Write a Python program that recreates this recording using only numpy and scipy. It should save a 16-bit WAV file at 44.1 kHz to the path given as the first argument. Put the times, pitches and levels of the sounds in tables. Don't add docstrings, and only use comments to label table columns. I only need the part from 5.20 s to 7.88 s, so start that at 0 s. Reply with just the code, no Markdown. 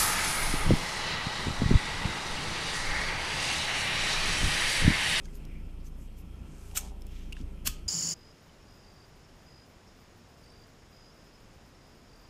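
import sys
import numpy as np
from scipy import signal
from scipy.fft import rfft, irfft
from scipy.io import wavfile
from scipy.ndimage import uniform_filter1d

SR = 44100
rng = np.random.default_rng(int(sys.argv[2]) if len(sys.argv) > 2 else 0)


def pcm_store(signal):
    levels = np.round(np.clip(np.atleast_2d(signal), -1, 1) * 32767)
    wavfile.write(sys.argv[1], SR, levels.astype(np.int16).T)


N = 118188

# time in seconds, RMS levels of shaft orders 1, 2 and 3 in dB.
MOTOR_ORDERS = [(0.0, -43, -58, -46.5), (0.07, -41.5, -45, -73), (0.16, -41, -49.5, -71),
                (0.42, -40.5, -49, -48.5), (0.63, -41.5, -49.5, -51.5), (0.84, -43.5, -44.5, -63),
                (0.93, -44, -50.5, -55), (1.23, -56.5, -45, -48.5), (1.32, -49.5, -51, -68),
                (1.5, -45, -48.5, -46), (1.72, -44, -44, -62.5), (1.81, -41, -47, -50),
                (2.19, -41, -47, -58), (2.24, -39, -42.5, -49.5), (2.42, -46, -44.5, -57),
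                (2.48, -39.5, -58, -46), (2.58, -42.5, -47.5, -62), (2.68, -50.5, -46.5, -44)]
# time in seconds, RMS level in dB before the waver.
DRONE_LEVELS = [(0, -65), (.24, -58.5), (.5, -69), (.7, -57), (1.1, -61.5), (1.25, -62), (1.65, -64.5),
                (1.8, -79), (2.68, -59.5)]
# frequency in Hz, relative density in dB per Hz.
AIR_COLOUR = [(12, -26), (20, -5), (59, -4), (103, -15), (157, -7), (324, -17), (405, -21.5), (466, -25),
              (633, -28), (1200, -33.5), (1340, -35.5), (2100, -38.5), (3180, -37.5), (3760, -44),
              (8210, -47.5), (12800, -49), (15600, -60)]
# centre in Hz, width in Hz, lift in dB.
AIR_LIFTS = [(543.6, 15.4, 6), (1333, 50, 7), (2460, 600, 4), (3220, 26, 10.5), (5230, 150, 8),
             (8150, 160, 6.5)]
# start in seconds, length in seconds, RMS level in dB before the swell,
# centre in Hz, width in Hz.
RUSTLES = [(0, 0.26, -70, 7000, 7000), (0.027, 0.051, -62, 6160, 3500), (0.046, 0.43, -68.5, 2470, 1000),
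           (0.121, 0.064, -67, 6500, 5000), (0.135, 0.052, -62.5, 12400, 3000),
           (0.252, 0.19, -63, 2330, 596), (0.585, 0.041, -73, 4730, 1500), (.63, 0.069, -65, 6460, 4000),
           (0.634, 0.072, -68.5, 12000, 2500), (0.747, 0.15, -72, 11700, 2500),
           (0.768, 0.12, -69.5, 7100, 3000), (0.955, 0.07, -67, 6030, 7000),
           (0.966, 0.06, -64.5, 12200, 3000), (1.193, 0.4, -69.5, 1430, 540),
           (1.205, 0.56, -64, 6750, 5100), (1.323, 0.37, -69, 11400, 4000),
           (1.598, 0.12, -58.5, 5950, 8000), (1.797, 0.033, -70, 11970, 4000), (1.836, .3, -66, 5640, 3704),
           (1.847, 0.26, -62.5, 2800, 1880), (1.856, 0.22, -73, 11800, 4970), (2.143, 0.1, -63, 5200, 5000),
           (2.134, 0.091, -63, 3220, 900)]
# start in seconds,
# level in dB before halving, ring pitch in Hz, ring level against the crack in dB, t60 in seconds, crack centre in Hz.
TICKS = [(0.0547, -39.5, 6440, -1, 0.023, 3530), (0.2514, -41, 5700, -6, 0.016, 7000),
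         (.331, -65, 2220, 3, 0.014, 2200), (.154, -44, 6800, 2, 0.016, 9000),
         (0.667, -54, 6240, 6.5, 0.051, 6000), (0.673, -53, 5600, 1, .015, 5000),
         (1.513, -42, 2790, 1.5, 0.011, 2940), (1.552, -40, 7200, 1, .03, 7000),
         (1.5596, -33.5, 2930, 8.5, 0.011, 3000), (1.5655, -31, 7300, 10, 0.016, 8000),
         (1.571, -37, 1390, 7, 0.022, 2000), (1.5727, -21.5, 6180, 8, 0.013, 6980),
         (1.5756, -27, 7500, 15.5, 0.02, 8000), (1.578, -36, 2960, -5, 0.011, 3000),
         (1.608, -38, 6250, 2, 0.04, 6000), (1.82, -40, 5280, -2, 0.013, 5930),
         (1.867, -41, 13700, -12, 0.022, 10900), (2.124, -35.5, 2650, 4, 0.025, 4000),
         (2.128, -33.5, 2790, 9.5, 0.019, 3500), (2.166, -52, 2720, 12, .03, 3000),
         (2.168, -45, 1700, 12.5, 0.012, 2500), (2.192, -43, 6000, -8, .01, 8000),
         (2.212, -47, 10100, -4, .01, 8000)]
# frequency in Hz, t60 in seconds.
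ROOM_DECAY = [(1000, 0.22), (3000, 0.42), (7000, 0.26), (14000, 0.18)]
# start in seconds, level in dB before the soft onset, pitch in Hz, t60 in seconds.
KNOCKS_AND_RINGS = [(.055, -51, 1610, 0.036), (.08, -50, 2050, 0.037), (.083, -54, 1000, .04),
                    (2.2026, -27.5, 237, 0.025), (2.2107, -37.5, 154, 0.087), (2.212, -43, 277, 0.17),
                    (2.221, -46, 130, 0.092), (2.238, -36, 65, 0.079), (2.453, -49.5, 638, 0.13),
                    (2.468, -44.5, 650, 0.064), (2.474, -47, 1480, 0.063), (2.477, -53.5, 1250, 0.48),
                    (2.478, -53, 3250, 0.36), (2.477, -39, 240, 0.076), (2.4847, -29, 110, 0.038),
                    (2.493, -29, 56, 0.13)]
# time in seconds, slips per second, slip level in dB.
CREAK_SLIPS = [(1.49, 68, -59), (1.525, 60, -52.5), (1.56, 66, -46.5), (1.599, 87, -51), (1.63, 86, -50),
               (1.67, 119, -50.5), (1.686, 87, -58), (1.695, 56.6, -72), (1.711, 86, -48.5),
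               (1.74, 80, -53.5), (1.77, 63, -57), (1.83, 63, -58), (1.871, 68, -56)]
# pitch in Hz, added level in dB, t60 in seconds.
CREAK_NOTES = [(775, 7.5, 0.018), (895, 4.5, 0.013), (605, 3, 0.019)]
# catch time in seconds, grind level in dB, build-up in dB per second,
# casing ring in dB, catch in dB, catch rise in seconds, catch fall in seconds, run-out in dB per second.
STRIKES = [(1.574, -32, 430, -19.5, 2.5, 0.0017, 0.0059, 694),
           (2.4756, -31, 647, -22, 5, 0.006, 0.0017, 900)]
# frequency in Hz, relative level in dB per Hz.
SCRAPE_COLOURS = [
    [(530, -54), (900, -33), (1180, -21), (1380, -8), (1580, -20), (2830, -9.5), (4670, -14), (5200, -12),
     (6290, 0), (6840, -6), (7350, 0.5), (8890, -1), (10000, -20.5), (12900, -1.5), (15600, -26)],
    [(560, -38), (820, -60), (950, -24), (1120, -11), (1350, -11), (1480, -3.5), (1770, -12.5),
     (2480, -11.5), (2740, 1.5), (3000, -3.5), (3260, 1), (3780, -17), (4400, -1), (4780, -5.5), (8000, -2),
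     (9760, -10.5), (12800, -4), (14900, -8), (15600, -34)],
]
# pitch in Hz, relative level in dB, t60 in seconds.
CASING_MODES = [(1370, -26, .03), (2810, 4, 0.036), (3400, 5, 0.16), (4340, -8, 0.018), (5500, 15, 0.019),
                (6460, -3, .015), (7150, -7, 0.02097), (8720, 18, 0.016), (13000, -10, .01)]

MOTOR_HZ, MOTOR_TROUGH_S = 28.25, .0136
DRONE_HZ, WHINE_HZ, WHINE_DB, WAVER_DB = 149.2, 408.8, -67.5, 2.5
AIR_DB, PATCH_DB, SWELL_DB = -48.5, 1.1, .5
RUSTLE_GRAIN_DB = 2.2
CRACK_WIDTH_HZ, SNAP_S = 11600, 0.0007
STRIKE_ROOM_DB, TICK_ROOM_DB = -14, -22
SLIP_JITTER, SLIP_SPREAD_DB = 0.19, 1.5
GRIT_PER_S, GRIT_DB = 13000, 2.9
ROLL_S, EASE_S, GRIND_COLOUR = .03, .013, .4
EDGE_HZ = 15580


def amp(db):
    return 10 ** (np.asarray(db) / 20)


def evened(x):
    return x / np.sqrt(np.mean(x ** 2) + 1e-20)


def read(points, hz):
    f, value = np.transpose(points)
    return np.interp(np.log(hz + 1), np.log(f + 1), value)


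def add(mix, s, sound):
    part = mix[round(s * SR):][:len(sound)]
    part += sound[:len(part)]


def drift(t, top_hz):
    rates = np.geomspace(top_hz / 20, top_hz, 20)
    return evened(sum(np.sin(2 * np.pi * (f * t + rng.random())) / np.sqrt(f) for f in rates))


def ring(hz, db, t60):
    t = np.arange(round(t60 * SR)) / SR
    return amp(db - 60 * t / t60) * np.sin(2 * np.pi * hz * t)


def band(x, hz, width_hz):
    f = np.fft.rfftfreq(len(x), 1 / SR)
    return irfft(rfft(x) * np.exp(-2 * ((f - hz) / width_hz) ** 2), len(x))


def motor():
    t = np.arange(N) / SR
    times, *order_levels = np.transpose(MOTOR_ORDERS)
    turn = 2 * np.pi * MOTOR_HZ * (t - MOTOR_TROUGH_S)
    hum = sum(amp(np.interp(t, times, db)) * np.cos(k * turn + np.pi) for k, db in enumerate(order_levels, 1))
    drone_db = np.interp(t, *np.transpose(DRONE_LEVELS)) + WAVER_DB * drift(t, 6.4)
    drone = amp(drone_db) * np.sin(2 * np.pi * DRONE_HZ * t)
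    whine_gain = amp(WHINE_DB + WAVER_DB * drift(t, 8.2))
    whine = whine_gain * np.sin(2 * np.pi * WHINE_HZ * t + 0.36 * drift(t, 6))
    return np.sqrt(2) * (hum + drone + whine)


def air():
    frames, hz = N // 512 + 5, np.fft.rfftfreq(2048, 1 / SR)
    real, imaginary, patches = rng.standard_normal((frames, 1025, 3)).T
    patches = uniform_filter1d(patches, size=40, axis=0)
    patches = evened(uniform_filter1d(patches, size=6, axis=1))
    lift_db = sum(db * np.exp(-2 * ((hz - f) / w) ** 2) for f, w, db in AIR_LIFTS)
    colour_db = (read(AIR_COLOUR, hz) + lift_db)[:, None]
    swell_db = SWELL_DB * drift(np.arange(frames) * 512 / SR, 3.24)
    spectrum = (real + 1j * imaginary) * amp(colour_db + PATCH_DB * patches + swell_db)
    hiss = signal.istft(spectrum, nperseg=2048, noverlap=1536)[1][:N]
    return amp(AIR_DB) * evened(hiss)


def rustle(s, length, db, hz, width_hz):
    n = round(length * SR)
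    noise = rng.standard_normal(n)
    grain_db = RUSTLE_GRAIN_DB * evened(uniform_filter1d(rng.standard_normal(n), size=90))
    swell = np.sin(np.pi * np.arange(n) / n)
    return s, amp(db) * evened(band(noise * amp(grain_db), hz, width_hz)) * swell


def tick(s, db, hz, ring_db, t60, crack_hz):
    t = np.arange(2048) / SR
    wobble, noise = rng.standard_normal((2048, 2)).T
    roughness = 0.084 * evened(uniform_filter1d(wobble, size=60))
    body = amp(ring_db) * np.sin(2 * np.pi * hz * t + roughness)
    bright = noise - uniform_filter1d(noise, size=15)
    crack = evened(band(bright, crack_hz, CRACK_WIDTH_HZ)) * amp(-30 * t / t60)
    envelope = amp(db - 60 * t / t60) / 2 * np.minimum(t / SNAP_S, 1)
    return s, envelope * (body + crack)


def room(x):
    taps = np.zeros(SR // 2)
    at = np.arange(200, len(taps) - 20, 20)
    taps[at + rng.integers(0, 20, len(at))] = rng.choice([-1., 1.], len(at))
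    hz, t, spectrum = signal.stft(taps, SR, nperseg=256)
    decay = amp(-60 * t / read(ROOM_DECAY, hz)[:, None])
    tail = signal.istft(spectrum * decay, SR, nperseg=256)[1]
    return signal.fftconvolve(x, tail / np.linalg.norm(tail))[:N]


def knock_or_ring(s, db, hz, t60):
    push = -ring(hz, db, t60)
    return s, push * np.minimum(np.arange(len(push)) / (0.0033 * SR), 1)


def creak():
    times, rate, level_db = np.transpose(CREAK_SLIPS)
    t = np.arange(times[0], times[-1], 1 / SR)
    wander, spread = rng.standard_normal((len(t), 2)).T
    jitter = 1 + SLIP_JITTER * evened(uniform_filter1d(wander, size=400))
    turns = np.cumsum(np.interp(t, times, rate) * jitter) / SR
    slips = np.diff(np.floor(turns), prepend=0)
    slips = slips * amp(np.interp(t, times, level_db) + SLIP_SPREAD_DB * spread)
    note = np.zeros(SR // 20)
    for mode in CREAK_NOTES:
        add(note, 0, ring(*mode))
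    onset = np.minimum(np.arange(len(note)) / (0.0019 * SR), 1)
    return times[0], np.convolve(slips, note * onset)


def strike(catch_s, db, build_db_per_s, body_db, catch_db, rise_s, fall_s, runout_db_per_s, colour):
    t = np.arange(-ROLL_S, .08, 1 / SR)
    hits = rng.random(len(t)) < GRIT_PER_S / SR
    sizes = amp(GRIT_DB * np.minimum(rng.exponential(1, len(t)), 4))
    grit = hits * sizes * rng.choice([-1, 1], len(t))
    colour_db = read(colour, np.fft.rfftfreq(len(t), 1 / SR))
    grind = evened(irfft(rfft(grit) * amp(GRIND_COLOUR * colour_db), len(t)))
    crack = evened(irfft(rfft(grit) * amp(colour_db), len(t)))
    build = amp(build_db_per_s * t) * np.clip((t + ROLL_S) / EASE_S, 0, 1)
    force = np.where(t < 0, build, amp(-runout_db_per_s * t))
    catch = amp(catch_db) * np.exp(-abs(t) / np.where(t < 0, rise_s, fall_s))
    casing = np.zeros(SR // 10)
    for mode in CASING_MODES:
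        add(casing, 0, ring(*mode))
    rung = signal.fftconvolve(evened(grit) * (force + catch), casing / np.linalg.norm(casing))[:len(t)]
    return catch_s - ROLL_S, amp(db) * (force * grind + catch * crack + amp(body_db) * rung)


def scene():
    lighter, snaps, soft = np.zeros((3, N))
    for row, colour in zip(STRIKES, SCRAPE_COLOURS):
        add(lighter, *strike(*row, colour))
    for row in TICKS:
        add(snaps, *tick(*row))
    for row in RUSTLES:
        add(soft, *rustle(*row))
    add(soft, *creak())
    for row in KNOCKS_AND_RINGS:
        add(soft, *knock_or_ring(*row))
    echo = room(amp(STRIKE_ROOM_DB) * lighter + amp(TICK_ROOM_DB) * snaps)
    return (lighter + snaps + echo + soft + motor() + air())[None]


def record(dry):
    lowpass = signal.firwin(511, EDGE_HZ, window=("kaiser", 9), fs=SR)
    return signal.oaconvolve(dry, lowpass[None], "same")


dry = scene()
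out = record(dry)
pcm_store(out)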